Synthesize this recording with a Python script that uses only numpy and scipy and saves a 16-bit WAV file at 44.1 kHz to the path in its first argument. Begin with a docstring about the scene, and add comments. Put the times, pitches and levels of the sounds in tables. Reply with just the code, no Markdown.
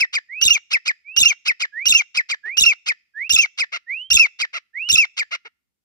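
"""A grey francolin calls in still scrub, close to a stereo pair; two clipped chips come first, then seven phrases.
Each phrase opens with a soft, nearly pure rising whistle, then one loud shriek that breaks between registers.
Chips follow, a buzz that flips into a falling tone and creaks shut; some phrases end in clucks of buzz alone.
A low flutter and a soft thump go with the shrieks; the ground and hillside return a faint wash over quiet air."""
import sys
import numpy as np
from scipy import signal
from scipy.fft import rfft, irfft
from scipy.io import wavfile
from scipy.ndimage import uniform_filter1d

SR = 44100
rng = np.random.default_rng(int(sys.argv[2]) if len(sys.argv) > 2 else 0)


def put_to_file(sound):
    """Save the sound as 16-bit audio at rate SR, in the file named by the first command-line argument."""
    columns = np.atleast_2d(sound).T  # one column per channel
    safe = np.clip(columns, -1, 1)
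    whole_steps = np.round(safe * 32767)
    wavfile.write(sys.argv[1], SR, whole_steps.astype(np.int16))


N = 257544  # samples

# Shrieks: start_s, pitch_factor, level_db, rasp_share (how far a rasp takes over the ending, 0-1)
SHRIEKS = [(0.411, 1.042, -3, .9), (1.162, 1.0271, -2.5, 1), (1.854, 1.023, -3, .75),
           (2.568, 1.027, -3, .1), (3.293, 1.003, -3.5, .8), (4.101, 0.9988, -2, .05),
           (4.887, 1.0043, -3.5, .1)]
# Registers a shriek leaps through, timed from its start: start_s, length_s, pitch_multiple,
# slide_share (across the stretch), level_db, overtone_db, roughness (0-1); both levels before the effort fades
REGISTERS = [(.007, .023, 1.02, 0.02, -9.5, -3.5, .04), (0.027, .022, 1.37, 0.061, -16.5, 4, 0.5),
             (0.045, .022, 1.285, -.02, -9.5, -3.5, .17), (.064, .016, .98, -.08, -6.5, -9.5, .05),
             (0.091, .072, 1.005, -.02, -2.5, -10.5, .07)]
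# Cracks into buzz within a shriek: start_s, length_s, first_rate_hz, last_rate_hz, level_db, tilt_db_per_octave
CRACKS = [(.001, .01, 1240, 1946, -14.5, 4.5), (.078, 0.018, 1435, 1237, -15.5, 3),
          (0.153, .017, 1450, 600, -26.5, -4.5)]
# Squeals where the tone is about to catch, before the shriek's pitch factor:
# start_s, length_s, first_pitch_hz, last_pitch_hz, level_db
SQUEALS = [(.025, 0.0076, 2647, 3150, -24.5), (0.038, 0.0097, 3043, 3400, -20.5),
           (0.063, 0.012, 3250, 2850, -26.5), (.089, .009, 2712, 3050, -27.5)]
# Chips: peak_s (moment of the pitch peak), length_factor, pitch_factor, tone_db (before a trim), buzz_db
CHIPS = [(0.014, 1.074, 1.019, -13, -23), (0.159, 0.867, 0.958, -17, -21.5),
         (0.74, 0.982, 1.017, -13, -21.5), (0.885, 0.8895, 0.9684, -15.5, -22),
         (1.487, 0.9656, 1.013, -13.5, -20.5), (1.627, 0.855, 0.96, -18.5, -21.5),
         (2.179, 0.963, 0.991, -14, -21.5), (2.319, 0.8595, 0.9476, -19.5, -22),
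         (2.892, 0.92, 0.98, -16, -21.5), (3.61, 0.985, 0.984, -16.5, -21.5),
         (4.422, 0.912, 0.9727, -18.5, -20.5), (5.2, 0.921, 0.949, -18.5, -22)]
# Rising whistles: start_s, length_s, low_hz, high_hz, steepest_s (after the start), glide_s,
# level_db, swell_s, fade_db (drop by the end)
WHISTLES = [(0.282, 0.157, 1570, 2831, 0.0526, .035, -32, .045, -2),
            (1.035, .128, 2010, 2874, 0.056, .035, -31.5, 0.098, 12),
            (1.715, 0.16, 1555, 2855, 0.0999, .035, -24, 0.096, 16.5),
            (2.427, 0.158, 1512, 2834, 0.0841, .035, -24.5, 0.054, 21.5),
            (3.134, 0.15, 1534, 3166, 0.10726, 0.0373, -20.5, 0.11, 20),
            (3.861, 0.2348, 1347, 3264, 0.07025, 0.0517, -24, 0.071, 32),
            (4.729, 0.1807, 1422, 3070, 0.0563, 0.03624, -26.5, 0.0601, 11)]
# Faint harmonics of a whistle: multiple, level_db
WHISTLE_OVERTONES = [(2, -44), (3, -63.5)]
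# Clucks: middle_s, length_s, top_rate_hz (pulses), level_db (before a trim)
CLUCKS = [(2.473, .05, 421, -42.5), (3.749, 0.064, 720.5, -24), (4.56, 0.064, 713.6, -25),
          (5.337, 0.062, 698.7, -24), (5.465, 0.038, 472.6, -38)]

# Spectra, each as pitch_hz, level_db (relative)
# What throat and beak pass of the buzz, before its tilt
BUZZ_COLOUR = [(250, -35.5), (700, -19.5), (950, -19.5), (1400, -4), (1700, -5.5), (2100, 1.5),
               (2500, -5.5), (2950, 1.5), (3500, -3.5), (4800, -6.5), (6000, -10.5), (8000, -24),
               (15000, -57)]
# What throat and beak pass of the overtones
BEAK = [(3000, 0), (7250, 0), (7900, -21), (9200, -28), (10300, -16), (11200, -14), (12800, -22),
        (14500, -14), (15800, -32)]
# What throat and beak pass of the hiss
HISS = [(200, -21), (900, -16), (1700, -20.5), (2500, -2.5), (3300, -0.5), (4200, 2.5), (5800, 6),
        (7200, -1.5), (8800, -18.5), (11200, -9.5), (13000, -10), (15000, -17.5)]
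# The half-shut beak of a cluck
CLUCK_MOUTH = [(400, 0), (750, -4.5), (1400, -1), (2200, 3.5), (2700, 0.5), (3300, -6.5), (4100, -3.5),
               (6000, -1.5)]
# Faint hiss around a whistle
AIRY = [(100, -15.5), (400, -6.5), (1000, -8), (2500, 2), (6000, -3.5), (8500, -20)]
# Low flutter under a shriek
PUFF = [(20, 3.5), (55, 16.5), (120, 8), (200, -24), (350, -16), (600, -17), (1200, -42.5), (3000, -63.5)]
# Soft thump at a shriek
THUMP = [(30, -11), (130, -3), (330, -7.5), (550, -14.5), (1200, -38), (3000, -87)]
# Colour of the echo off the scrub
SCRUB = [(200, -35), (1200, 3), (2300, 5), (3000, 6), (4200, 4), (5600, 6.5), (8000, -3.5), (15000, -15.5)]
# Still air
AIR = [(18, -44), (30, -25), (71, -3.5), (102, -17.5), (216, -10), (312, -15), (597, -25.5), (15000, -29)]

# Open beak at the two microphones: pitch_hz, left_minus_right_db
BALANCE = [(300, 0), (1300, -3), (1950, -1), (2250, 7), (2480, 2), (2750, -3), (3400, 0), (3900, -3),
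           (4900, -9), (6200, -8), (7300, 3), (8400, 3), (11000, -3), (13000, -2), (14600, 8)]
# Longer path to the right microphone, lead steepest near 2.2 kHz: pitch_hz, left_lead_rad
LEAD = [(100, 0), (1100, 1.1), (1900, 3), (2060, 4.2), (2300, 7.3), (2550, 7.8), (3100, 9.4), (4500, 11.2),
        (6000, 13.9), (7200, 16.1), (8600, 15.8), (10000, 18.4), (12500, 21.8), (14500, 25.4)]

EDGE_HZ = 15600  # top of the recorded band
# The shriek's base pitch holds, then sags by this share as the effort fades
SHRIEK_HZ, SAG_FROM_S, SAG_TO_S, SAG = 2752.4, .051, .16, .24
# Meanwhile the tone softens and loses its overtones
SPENT_FROM_S, SPENT_DB_PER_S, DULLING_DB_PER_S = .09043, 167.5, 247.5
# Each register takes this long to catch and let go, and is rougher meanwhile
FLIP_S, FLIP_ROUGH = .007, .3
# Its pitch scoops in and drops out by this share
SCOOP_S, SCOOP = .009, .065
# The other side of the syrinx, late in a shriek; base pitch and full-rasp level
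RASP_FROM_S, RASP_S, RASP_HZ, RASP_DB = .107, .043, 3181, -20.5
# Chip times below are before the chip's length factor, pitches before its pitch factor.
# The tone peaks here and falls toward this share lower on both sides
CHIP_HZ, CHIP_DROP, CHIP_BEND_S = 2593.6, .4, .017
# The tone's level: up to the pitch peak, held, released
CHIP_RISE_S, CHIP_HOLD_S, CHIP_FALL_S = .015, .017, .025
# The buzz that climbs into the tone
LEAD_IN_S, LEAD_IN_PAST_S, LEAD_IN_FIRST_HZ, LEAD_IN_LAST_HZ = .03939, .0015, 339.3, 881.8
# The buzz that closes the chip: its rates take no pitch factor, its level is relative to the chip's buzz
CREAK_AT_S, CREAK_S, CREAK_FIRST_HZ, CREAK_LAST_HZ, CREAK_DB = .019, .022, 734, 277.8, -11.5


def shrieks(yield_db=17, rasp_arch=.14, yield_focus=3):
    """The tone leaps between registers, cracking and squealing at the breaks, and yields to a late rasp."""
    out = np.zeros(N)
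    for s, pitch, gain_db, rasp in SHRIEKS:
        voice = np.zeros(SR // 4)
        for start, length, multiple, *timbre in REGISTERS:
            add(voice, start, register(start, length, pitch * multiple, *timbre))
        for start, length, *shape in CRACKS:
            add(voice, start, creak(length, *shape))
        for start, length, first_hz, last_hz, db in SQUEALS:
            t = np.arange(0, length, 1 / SR)
            hz = pitch * np.linspace(first_hz, last_hz, len(t))
            add(voice, start, arch(t) * tone(t, hz, db, overtone_db=7.5, half_db=-20, rough=1.0))

        # the tone gives way where the rasp enters
        t = np.arange(0, RASP_S, 1 / SR)
        rival = np.zeros(len(voice))
        add(rival, RASP_FROM_S, rasp * arch(t, yield_focus))
        voice *= amp(-yield_db * rival)

        hz = RASP_HZ * pitch * (1 - rasp_arch * (1 - arch(t)))
        rasping = tone(t, hz, RASP_DB, overtone_db=2.5, half_db=-23.5, rough=.65)
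        add(voice, RASP_FROM_S, abs(rasp) ** .5 * arch(t) * rasping)
        add(out, s, amp(gain_db) * voice)
    return out


def register(start, length, pitch, slide, db, overtone_db, rough):
    """One stretch of a shriek's tone, riding on the pitch and effort of the whole shriek."""
    t = np.arange(0, length, 1 / SR)
    caught = ramp(t, FLIP_S) * ramp(length - t, FLIP_S)
    sag = SAG * np.maximum((start + t - SAG_FROM_S) / (SAG_TO_S - SAG_FROM_S), 0) ** 3
    spent = np.maximum(start + t - SPENT_FROM_S, 0)
    settled = ramp(t, SCOOP_S) * ramp(length - t, SCOOP_S)
    bend = slide * (t / length - .5) - SCOOP * (1 - settled)
    hz = SHRIEK_HZ * pitch * (1 - sag + bend + .001 * wobble(t, 66))
    return caught * tone(t, hz, db - SPENT_DB_PER_S * spent, overtone_db - DULLING_DB_PER_S * spent,
                         half_db=-45, rough=rough + FLIP_ROUGH * (1 - caught))


def chips(tilt_db=1.0, creak_tilt_db=-5.0, tone_trim_db=-1, swell_s=.025, yield_s=.0067):
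    """A rising buzz flips into a tone that peaks and falls, and closes with a creak."""
    out = np.zeros(N)
    for s, stretch, pitch, tone_db, buzz_db in CHIPS:
        t = np.arange(0, LEAD_IN_S + LEAD_IN_PAST_S, 1 / (SR * stretch))
        rate = pitch * np.linspace(LEAD_IN_FIRST_HZ, LEAD_IN_LAST_HZ, len(t))
        lead_in = buzz(t, rate, buzz_db, tilt_db) * ramp(t, swell_s) * ramp(t[-1] - t, yield_s)
        add(out, s - LEAD_IN_S * stretch, lead_in)
        add(out, s - CHIP_RISE_S * stretch, chip_tone(stretch, pitch, tone_db + tone_trim_db))
        closing = creak(CREAK_S * stretch, CREAK_FIRST_HZ, CREAK_LAST_HZ, buzz_db + CREAK_DB,
                        creak_tilt_db, fullness=2.4)
        add(out, s + CREAK_AT_S * stretch, closing)
    return out


def chip_tone(stretch, pitch, db, overtone_db=-7, dulling_db_per_s=1200, rough=.06, rough_start=1.0,
              catch_power=2.1):
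    """A peak of pitch that starts rough and shrill, and clears as it falls."""
    t = np.arange(-CHIP_RISE_S, CHIP_HOLD_S + CHIP_FALL_S, 1 / (SR * stretch))
    hz = CHIP_HZ * pitch * (1 - CHIP_DROP * t ** 2 / (t ** 2 + CHIP_BEND_S ** 2))
    caught = ramp(t + CHIP_RISE_S, CHIP_RISE_S) ** catch_power
    voice = tone(t, hz, db, overtone_db - dulling_db_per_s * t, half_db=-44.5,
                 rough=rough + rough_start * (1 - caught))
    return caught * ramp(t[-1] - t, CHIP_FALL_S) * voice


def whistles(waver=.0013, airy_db=-42, flicker_db=1.76):
    """Nearly pure S-shaped upward glides that swell in and fade, sung with the beak shut."""
    out = np.zeros(N)
    for s, length, low_hz, high_hz, steepest, glide, db, swell, fade_db in WHISTLES:
        t = np.arange(0, length, 1 / SR)
        hz = low_hz + (high_hz - low_hz) / (1 + np.exp((steepest - t) / glide))
        phase = 2 * np.pi * np.cumsum(hz * (1 + waver * wobble(t, 150))) / SR
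        lines = np.sin(phase) + sum(amp(d) * np.sin(round(k) * phase) for k, d in WHISTLE_OVERTONES)
        airy = amp(airy_db) * unit(colour(rng.standard_normal(len(t)), AIRY))
        level = amp(db - fade_db * (t / length) ** 3 + flicker_db * wobble(t, 40))
        level = level * ramp(t, swell) * ramp(length - t, .004)
        add(out, s, np.sqrt(2) * level * (lines + airy))
    return out


def clucks(tilt_db=-3, dulling=.33, trim_db=1, edge_db=27, edge_hz=280, airy_db=-10):
    """Too weak to reach the tone: the buzz just arches up and down, duller the softer it is."""
    out = np.zeros(N)
    loudest_db = max(row[-1] for row in CLUCKS)
    for s, length, hz, db in CLUCKS:
        t = np.arange(-length / 2, length / 2, 1 / SR)
        edge = (2 * t / length) ** 2  # 0 in the middle, 1 at both ends
        rate = hz - (hz - edge_hz) * edge
        tilt = tilt_db + dulling * (db - loudest_db)
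        cluck = buzz(t, rate, db + trim_db - edge_db * edge ** 1.8, tilt, hiss_db=airy_db)
        add(out, s + t[0], colour(cluck, CLUCK_MOUTH) * signal.windows.tukey(len(t), .2))
    return out


def creak(length, first_hz, last_hz, level_db, tilt_db, fullness=.45):
    """A short swell of buzz whose rate glides; a higher fullness exponent narrows the swell."""
    t = np.arange(0, length, 1 / SR)
    return arch(t, fullness) * buzz(t, np.linspace(first_hz, last_hz, len(t)), level_db, tilt_db)


def tone(t, hz, level_db, overtone_db, half_db, rough, jitter_hz=700, jitter=.055, shimmer=.067,
         hiss_db=-9, rolloff_db=3, rattle=.43, rattle_hz=480):
    """A membrane of the syrinx: lines with overtones and half-multiples that smear and rattle as it roughens."""
    phase = 2 * np.pi * np.cumsum(hz * (1 + jitter * rough * wobble(t, jitter_hz))) / SR
    beat = np.sin(2 * np.pi * np.cumsum(rattle_hz * (1 + .34 * wobble(t, 200))) / SR)
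    phase = phase + rattle * rough * beat  # the low register shakes the tone: sidebands

    over = np.zeros(len(t))
    for k in range(2, 6):
        passed = amp(read(BEAK, k * hz) - rolloff_db * (k - 2.5)) * (k * hz < EDGE_HZ)
        over += passed * np.sin(k * phase)
    # lines at half-multiples of the pitch: the doubled period
    halves = sum(np.sin((k + .5) * phase) / np.sqrt(k + 1) for k in range(3))
    lines = np.sqrt(2) * (np.sin(phase) + amp(overtone_db) * over + amp(half_db) * halves)

    hiss = unit(colour(rng.standard_normal(len(t)), HISS))
    hiss = amp(hiss_db + overtone_db / 2) * np.sqrt(abs(rough)) * hiss
    unsteady = 1 + rough * (shimmer * wobble(t, jitter_hz) + rattle * beat / 2)
    return amp(level_db) * (lines * unsteady + hiss)


def buzz(t, hz, level_db, tilt_db, jitter=.028, jitter_hz=350, hiss_db=-6, odd_db=-3, shimmer=.3):
    """The low register: uneven strong-weak cycles and puffs of air through the throat, tilted in dB an octave."""
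    phase = 2 * np.pi * np.cumsum(hz * (1 + jitter * wobble(t, jitter_hz))) / SR
    lags = rng.uniform(0, 2 * np.pi, 24)  # the ringing windpipe spreads each pulse over its cycle
    cycles = np.zeros(len(t))
    for k, lag in enumerate(lags, 1):
        cycles += (k * hz < EDGE_HZ) * amp(odd_db * (k % 2)) * np.cos(k * phase + lag)
    puffs = (1 + np.cos(phase)) * np.gradient(rng.standard_normal(len(t)))  # airier toward the treble
    drive = unit(cycles) * (1 + shimmer * wobble(t, jitter_hz)) + amp(hiss_db) * unit(puffs)
    throat = [(f, db + tilt_db * np.log2(f)) for f, db in BUZZ_COLOUR]
    low_cut = signal.butter(4, 280, "high", fs=SR, output="sos")
    return amp(level_db) * unit(signal.sosfilt(low_cut, colour(drive, throat)))


def flutter(voice, level_db=-42, growth=1.9, own=1.2, thump_db=-35, thump_at=.038, thump_s=.019):
    """A low flutter that swells with the shrill part of the voice, and a soft thump early in each shriek."""
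    shrill = signal.sosfilt(signal.butter(4, 5000, "high", fs=SR, output="sos"), voice)
    swell = np.sqrt(abs(uniform_filter1d(shrill ** 2, size=1200)))
    # one noise shared by both microphones, plus one of each microphone's own
    noise = rng.standard_normal(N) + own * rng.standard_normal((2, N))
    u = np.arange(SR // 5) / SR / thump_s
    blows = np.zeros(N)
    for s, *_ in SHRIEKS:
        add(blows, s + thump_at, np.exp(-u) * (1 - np.exp(-10 * u)))
    thumps = amp(thump_db) * blows * unit(colour(noise, THUMP))
    return amp(level_db) * (swell / swell.max()) ** growth * unit(colour(noise, PUFF)) + thumps


def place(x, balance_db, lead):
    """Two microphones: the left one hears the bird first, the right one lags by a phase in radians."""
    gains = np.array([amp(balance_db / 2), amp(-balance_db / 2)]).reshape(2, -1)
    gains = gains / np.sqrt((gains ** 2).mean(0))
    turn = np.array([np.ones_like(lead), np.exp(-1j * lead)]).reshape(2, -1)
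    return irfft(rfft(x, 2 * N) * gains * turn)[:, :N]


def hillside(x, far_db=-42, t60=.55, near_db=-25, near_t60=.079):
    """Scatter from the ground nearby, then a thin wash from bushes and slope: sparse decaying random taps."""
    t = np.arange(SR) / SR
    taps = rng.standard_normal((2, SR)) * (rng.random((2, SR)) < .08) * (t > .003)
    near = taps * amp(-60 * t / near_t60)
    far = taps * amp(-60 * t / t60)
    echo = amp(near_db) * near / np.linalg.norm(near[0]) + amp(far_db) * far / np.linalg.norm(far[0])
    return signal.fftconvolve(colour(np.pad(x, (0, SR)), SCRUB)[None], echo, axes=1)[:, :N]


def still_air(level_db=-85.5):
    """Very faint, steady noise, strongest in the bass and independent at each microphone."""
    return amp(level_db) * unit(colour(rng.standard_normal((2, N)), AIR))


def amp(db):
    """Decibels to gain."""
    return 10 ** (np.asarray(db) / 20)


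def unit(x):
    """Scales to rms 1."""
    return x / np.sqrt(np.mean(x ** 2) + 1e-20)


def read(points, hz):
    """Reads a spectrum on a log-frequency axis."""
    f, value = np.transpose(points)
    return np.interp(np.log(hz + 1), np.log(f + 1), value)


def colour(x, points):
    """Filters by a spectrum in dB."""
    hz = np.fft.rfftfreq(x.shape[-1], 1 / SR)
    return irfft(rfft(x) * amp(read(points, hz)), x.shape[-1])


def wobble(t, hz):
    """Random motion of rms 1, up to about hz."""
    f = np.fft.rfftfreq(len(t), 1 / SR)
    return unit(irfft(rfft(rng.standard_normal(len(t))) / (1 + (f / hz) ** 2), len(t)))


def ramp(t, seconds):
    """A smooth step from 0 at t = 0 to 1 after so many seconds."""
    return np.sin(np.pi / 2 * np.clip(t / seconds, 0, 1)) ** 2


def arch(t, power=1):
    """Rises from near 0 to 1 and returns over the span of t."""
    return np.sin(np.linspace(0, np.pi, len(t) + 2)[1:-1]) ** power


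def add(mix, s, sound):
    """Mixes a sound in at time s, cutting what falls outside."""
    at = round(s * SR)
    sound = sound[max(-at, 0):]
    part = mix[max(at, 0):][:len(sound)]
    part += sound[:len(part)]


def scene():
    """The bird at the two microphones, its flutter, its echo and the still air."""
    soft = whistles()
    loud = shrieks() + chips() + clucks()
    hz = np.fft.rfftfreq(2 * N, 1 / SR)
    shut_beak = place(soft, balance_db=-7.0, lead=.17)
    open_beak = place(loud, read(BALANCE, hz), read(LEAD, hz))
    return shut_beak + open_beak + flutter(loud) + hillside(soft + loud) + still_air()


def record(dry):
    """The loudest peaks are rounded off; then the recorder's band limit."""
    rounded = dry / (1 + (dry / .92) ** 8) ** (1 / 8)
    band = signal.firwin(401, EDGE_HZ, window=("kaiser", 9), fs=SR)
    return signal.oaconvolve(rounded, band[None], "same")


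dry = scene()
out = record(dry)
put_to_file(out)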